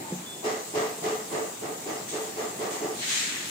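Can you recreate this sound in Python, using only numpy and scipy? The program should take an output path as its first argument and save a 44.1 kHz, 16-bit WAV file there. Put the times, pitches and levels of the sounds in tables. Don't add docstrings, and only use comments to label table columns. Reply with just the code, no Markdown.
import sys
import numpy as np
from scipy import signal
from scipy.fft import rfft, irfft, next_fast_len
from scipy.io import wavfile
from scipy.ndimage import uniform_filter1d, map_coordinates

SR = 44100
rng = np.random.default_rng(int(sys.argv[2]) if len(sys.argv) > 2 else 0)


def generate_wav(sig):
    pcm = np.round(np.clip(np.atleast_2d(sig).T, -1, 1) * 32767).astype(np.int16)
    wavfile.write(sys.argv[1], SR, pcm)


N = 154350

# time in seconds, level in dB before the common lift.
LEAK_LEVEL = [(0.0, -53.5), (0.17, -52), (0.31, -52.5), (0.74, -50), (2.99, -49.5), (3.22, -50.5),
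              (3.5, -48.5)]
# frequency in Hz, relative density in dB.
LEAK_COLOUR = [(900, -29), (1500, -15), (3000, -12.5), (5500, -12), (7000, -5), (8500, -5), (8700, -18.5),
               (10800, -10.5), (12500, -22.5), (15000, -9), (15800, -20)]
LEAK_LIFT_DB = 9
# start in seconds, level in dB before the fade-in, t60 in seconds.
PUFFS = [(2.075, -35.5, 0.92), (2.7, -35.5, 0.46)]
# frequency in Hz, relative density in dB.
PUFF_COLOUR = [(1300, -36), (1900, -3), (2500, -6.5), (3500, -2.5), (5000, -8), (6500, 0), (8500, 2),
               (8800, -13.5), (15700, -24)]
# time in seconds, level below the split in dB, level above it in dB.
BURST_LEVELS = [(2.93, -56, -58), (2.955, -57, -44), (3.01, -51, -37), (3.03, -36.5, -34.5),
                (3.07, -40, -33), (3.105, -35, -28.5), (3.18, -34.5, -28), (3.25, -36.5, -31),
                (3.33, -37.5, -36), (3.41, -39, -38.5), (3.5, -45.5, -40.5)]
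# frequency in Hz, relative density in dB.
BURST_COLOUR = [(530, -60), (900, -15), (955, -17), (1200, -12.5), (1890, -1.5), (2520, -1), (4110, 2),
                (4690, -3), (7130, 1.5), (8530, -3.5), (9060, -15), (9970, -13), (15700, -25)]
SPLIT_HZ = 2500

# start in seconds, body level in dB, treble tilt in dB per octave,
# ring level in dB, lateness of the ring in seconds, hold in seconds.
BLOWS = [(0.43, -23.5, 0.8, -30, .004, .13), (.736, -21.5, 0.2, -26, 0.0024, 0.14),
         (1.022, -23.5, 0.4, -27, 0.0075, 0.13), (1.309, -24, -0.7, -30, 0.0062, 0.13),
         (1.609, -28, -1.8, -34.5, -0.0012, 0.13), (1.857, -28, 0.3, -36, -0.0024, 0.15),
         (2.114, -28, 0.1, -33, .004, 0.17), (2.361, -27, 0.1, -34, -.004, 0.12),
         (2.591, -26, 0, -33, -0.0077, 0.16), (2.718, -33, 2, -42, .001, 0.023),
         (2.803, -27.5, -1.4, -31.5, .006, 0.13)]
# frequency in Hz, relative density in dB.
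BLOW_COLOUR = [(53, -56), (90, -29), (241, -16), (339, -11), (386, -12), (429, -10), (488, -11.5),
               (703, -11), (1450, -19), (2010, -18), (2540, -27.5), (7240, -30.5), (9170, -46),
               (15000, -51)]
# frequency in Hz, half width in Hz, lift in dB.
BOOMS = [(1164, 13.3, 8), (1240, 67, 7.5), (1947, 59, 5), (2830, 190, 5), (743, 110, 3.5)]
# frequency in Hz, time constant in seconds.
HALL_RISE = [(200, 0.01), (800, 0.037), (3000, 0.017), (9000, 0.01)]
# frequency in Hz, t60 in seconds.
HALL_DECAY = [(150, 0.52), (400, 0.85), (900, 0.61), (2500, 0.66), (8000, 1)]
ECHO_SPIKES_DB = 5
FRONT_DB, FALL_DB_PER_S = -12.5, 18

# frequency in Hz, relative level in dB, t60 in seconds before the extra fall, polarity.
PANEL = [(426, -2, 1.5, 1), (440, -.5, 1.5, -1), (300, -9, .35, -1), (349, -5, .5, 1), (392, -10, .4, -1),
         (567, -16, .5, 1), (634, -16, .5, -1), (710, -14, .5, 1), (786, -16, .45, -1)]
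RING_RISE_S, RING_FALL_DB_PER_S = 0.013, 224
RING_LEAD, RING_WANDER = 0.3, 0.6
RING_FLUTTER_DB, RING_SCATTER_DB = 1.2, 1

# frequency in Hz, relative level in dB, t60 in seconds.
THUD = [(150, -9, .4), (182, -1, .3), (240, -6, .25), (345, -4, .15), (430, -10, .1), (515, -8, .12)]
THUD_S, THUD_DB, THUD_RISE_S, THUD_CUT_HZ = 0.119, -27, 0.0015, 115

# time in seconds, rms level in dB before the common lift and wavering.
WHISTLE_LEVEL = [(.25, -68), (.266, -51), (.3, -48), (.34, -49), (.36, -56), (.372, -64), (.386, -56),
                 (.42, -57), (.43, -61), (.445, -57), (.47, -64)]
WHISTLE_HZ, WHISTLE_LIFT_DB = 3470, 4

# time in seconds, rms level in dB.
HUM_LEVEL = [(0, -49.5), (.06, -46.5), (.115, -44), (.15, -57), (.25, -69)]
# frequency in Hz, half width in Hz, relative level in dB.
HUM_BANDS = [(880, 60, 0), (2110, 25, -8)]

# frequency in Hz, relative density in dB.
SHOP_COLOUR = [(25, -51), (55, -43), (100, -9.5), (180, -3), (350, -2.5), (500, -9), (850, -6.5),
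               (1100, -11.5), (2200, -17.5), (4000, -19.5), (8000, -29)]
# time in seconds, level in dB.
SHOP_LEVEL = [(0.0, -40.5), (0.35, -44), (0.93, -44.5), (2.0, -43.5), (2.64, -41.5), (3.5, -43.5)]

# frequency in Hz, left-right correlation from 0 to 1.
ALIKE = [(40, 0.62), (90, 0.95), (200, 0.99), (350, 0.82), (550, 0.13), (1500, 0.16), (4000, 0.067),
         (15000, 0.067)]
# frequency in Hz, left over right in dB.
PORTS = [(60, -2.5), (140, 0.5), (400, -2.3), (800, 1.5), (1800, -2.5), (3000, 0.9), (5500, 2.5), (7200, 8),
         (7900, 5), (8400, -11), (9500, -4.5), (12000, 2.5), (15000, 0)]
LEFT_LEAD_S, LEAD_FROM_HZ, TOP_HZ = 0.0004255, 595, 15790


def amp(db):
    return 10 ** (np.asarray(db) / 20)


def unit(x):
    return x / np.sqrt(np.mean(x ** 2) + 1e-20)


def along(points, hz):
    f, v = np.transpose(points)
    return np.interp(np.log(hz + 1), np.log(f + 1), v)


def level(rows):
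    s, db = np.transpose(rows)
    after_db = db[-1] if s[-1] > 3.4 else -120
    return amp(np.interp(np.arange(N) / SR, s, db, -120, after_db))


def wobble(rate):
    knots = rng.standard_normal(int(N * rate / SR) + 4)
    return map_coordinates(knots, [np.arange(N) * rate / SR])


def filtered(x, response):
    m = next_fast_len(N + 8192)
    spectrum = rfft(x, m) * response(np.fft.rfftfreq(m, 1 / SR))
    return irfft(spectrum, m)[..., :N]


def spread(pair):
    def mid_side(hz):
        turn = np.arccos(np.clip(along(ALIKE, hz), -1, 1)) / 2
        return np.array([np.cos(turn), np.sin(turn)])

    mid, side = filtered(pair, mid_side)
    return np.array([mid + side, mid - side])


def rush(colour, patchy_db):
    z = signal.stft(rng.standard_normal((2, N)), nperseg=512)[2]
    across_bins = uniform_filter1d(rng.standard_normal(z.shape[1:]), 6, 0)
    patches = unit(uniform_filter1d(across_bins, 12, 1))
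    pair = signal.istft(z * amp(patchy_db * patches), nperseg=512)[1][:, :N]
    coloured = filtered(pair, lambda hz: amp(along(colour, hz)))
    return unit(spread(coloured))


def gun():
    return gun_leak() + gun_puffs() + gun_burst()


def gun_leak():
    gain = level(LEAK_LEVEL) * amp(LEAK_LIFT_DB + 0.28 * wobble(5.7))
    return gain * rush(LEAK_COLOUR, patchy_db=2.14)


def gun_puffs():
    t = np.arange(N) / SR
    gain = 0
    for start, db, t60 in PUFFS:
        opening = np.clip((t - start) / 0.02, 0, 1)
        gain = gain + amp(db - 60 * abs(t - start) / t60) * opening
    return gain * rush(PUFF_COLOUR, patchy_db=0.0)


def gun_burst():
    air = rush(BURST_COLOUR, patchy_db=0.9)
    low = filtered(air, lambda hz: 1 / (1 + (hz / SPLIT_HZ) ** 6))
    s, low_db, high_db = np.transpose(BURST_LEVELS)
    low_gain = level(np.column_stack([s, low_db]))
    high_gain = level(np.column_stack([s, high_db]))
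    return low_gain * unit(low) + high_gain * unit(air - low)


def blow_colour(hz):
    lift_db = sum(db / (1 + ((hz - centre) / width) ** 2) for centre, width, db in BOOMS)
    return amp(along(BLOW_COLOUR, hz) + lift_db)


def blow_echoes():
    spikes = amp(ECHO_SPIKES_DB * rng.standard_normal(N))
    echoes = unit(rng.standard_normal((2, N)) * spikes)
    hz, t, z = signal.stft(echoes, SR, nperseg=256, noverlap=192)
    hz, power = hz[:, None], 0
    for start, body_db, tilt_db, _, _, hold in BLOWS:
        u = np.clip(t - start, 0, None)
        swell = (1 - np.exp(-u / along(HALL_RISE, hz))) ** 2
        front = amp(FRONT_DB) * (u > 0) * (hz < 1100)
        after_hold = amp(-FALL_DB_PER_S * np.clip(u - hold, 0, None))
        band_db = body_db + tilt_db * np.log2(hz / 700 + 0.1)
        decay = amp(band_db - 60 * u / along(HALL_DECAY, hz))
        power = power + ((swell + front) * after_hold * decay) ** 2
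    shaped = signal.istft(z * np.sqrt(power), SR, nperseg=256, noverlap=192)[1][:, :N]
    mean = np.sqrt(np.mean(blow_colour(np.linspace(1, SR / 2, 4000)) ** 2))
    return spread(filtered(shaped, lambda f: blow_colour(f) / mean))


def panel_ring():
    out, t = np.zeros((2, N + SR)), np.arange(int(0.6 * SR)) / SR
    hz, db, t60, polarity = np.transpose(PANEL)[..., None]
    wander, flutter = (np.pad(wobble(30), (0, SR)) for _ in range(2))
    per_mode = (2,) + hz.shape
    for start, _, _, ring_db, late, hold in BLOWS:
        at = round((start + late) * SR)
        here = slice(at, at + len(t))
        scatter_db = RING_SCATTER_DB * rng.standard_normal(per_mode)
        size = amp(db + scatter_db - 60 * t / t60)
        phase = np.clip(hz / 150 - 2.7, 0.15, 3) * rng.uniform(-1, 1, per_mode)
        phase = phase + RING_LEAD * rng.normal() * np.array([[[1]], [[-1]]])
        phase = phase + RING_WANDER * wander[here]
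        ring = (polarity * size * np.sin(2 * np.pi * hz * t + phase)).sum(axis=1)
        fall_db = np.clip(RING_FALL_DB_PER_S * (t - hold), 0, 14) + RING_FLUTTER_DB * flutter[here]
        out[:, here] += amp(ring_db - fall_db) * ring * (1 - np.exp(-t / RING_RISE_S))
    return out[:, :N]


def thud():
    t = np.clip(np.arange(N) / SR - THUD_S, 0, None)
    ring = 0
    for k, (hz, db, t60) in enumerate(THUD):
        ring = ring + (-1) ** k * amp(db - 60 * t / t60) * np.sin(2 * np.pi * hz * t)
    knock = amp(THUD_DB) * ring * (1 - np.exp(-t / THUD_RISE_S))
    return filtered(knock, lambda f: 1 / (1 + (THUD_CUT_HZ / (f + 1)) ** 6))


def whistle():
    phase = 2 * np.pi * np.cumsum(WHISTLE_HZ + 9 * wobble(35)) / SR
    gain = level(WHISTLE_LEVEL) * amp(WHISTLE_LIFT_DB + 2.0 * wobble(48))
    return np.sqrt(2) * gain * np.sin([phase - 0.7, phase + 0.7])


def hum():
    def bands(f):
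        return sum(amp(db) / (1 + ((f - hz) / width) ** 4) for hz, width, db in HUM_BANDS)

    return level(HUM_LEVEL) * unit(filtered(rng.standard_normal((2, N)), bands))


def room_tone():
    return level(SHOP_LEVEL) * amp(0.7 * wobble(6)) * rush(SHOP_COLOUR, patchy_db=1.2)


def scene():
    return gun() + blow_echoes() + panel_ring() + thud() + whistle() + hum() + room_tone()


def record(dry):
    side = np.array([[1], [-1]])

    def port(hz):
        colour = amp(side * along(PORTS, hz) / 2)
        lead_s = LEFT_LEAD_S / (1 + (LEAD_FROM_HZ / (hz + 1)) ** 4)
        return colour * np.exp(1j * np.pi * hz * side * lead_s)

    return filtered(dry, lambda hz: port(hz) * (hz < TOP_HZ))


dry = scene()
out = record(dry)
generate_wav(out)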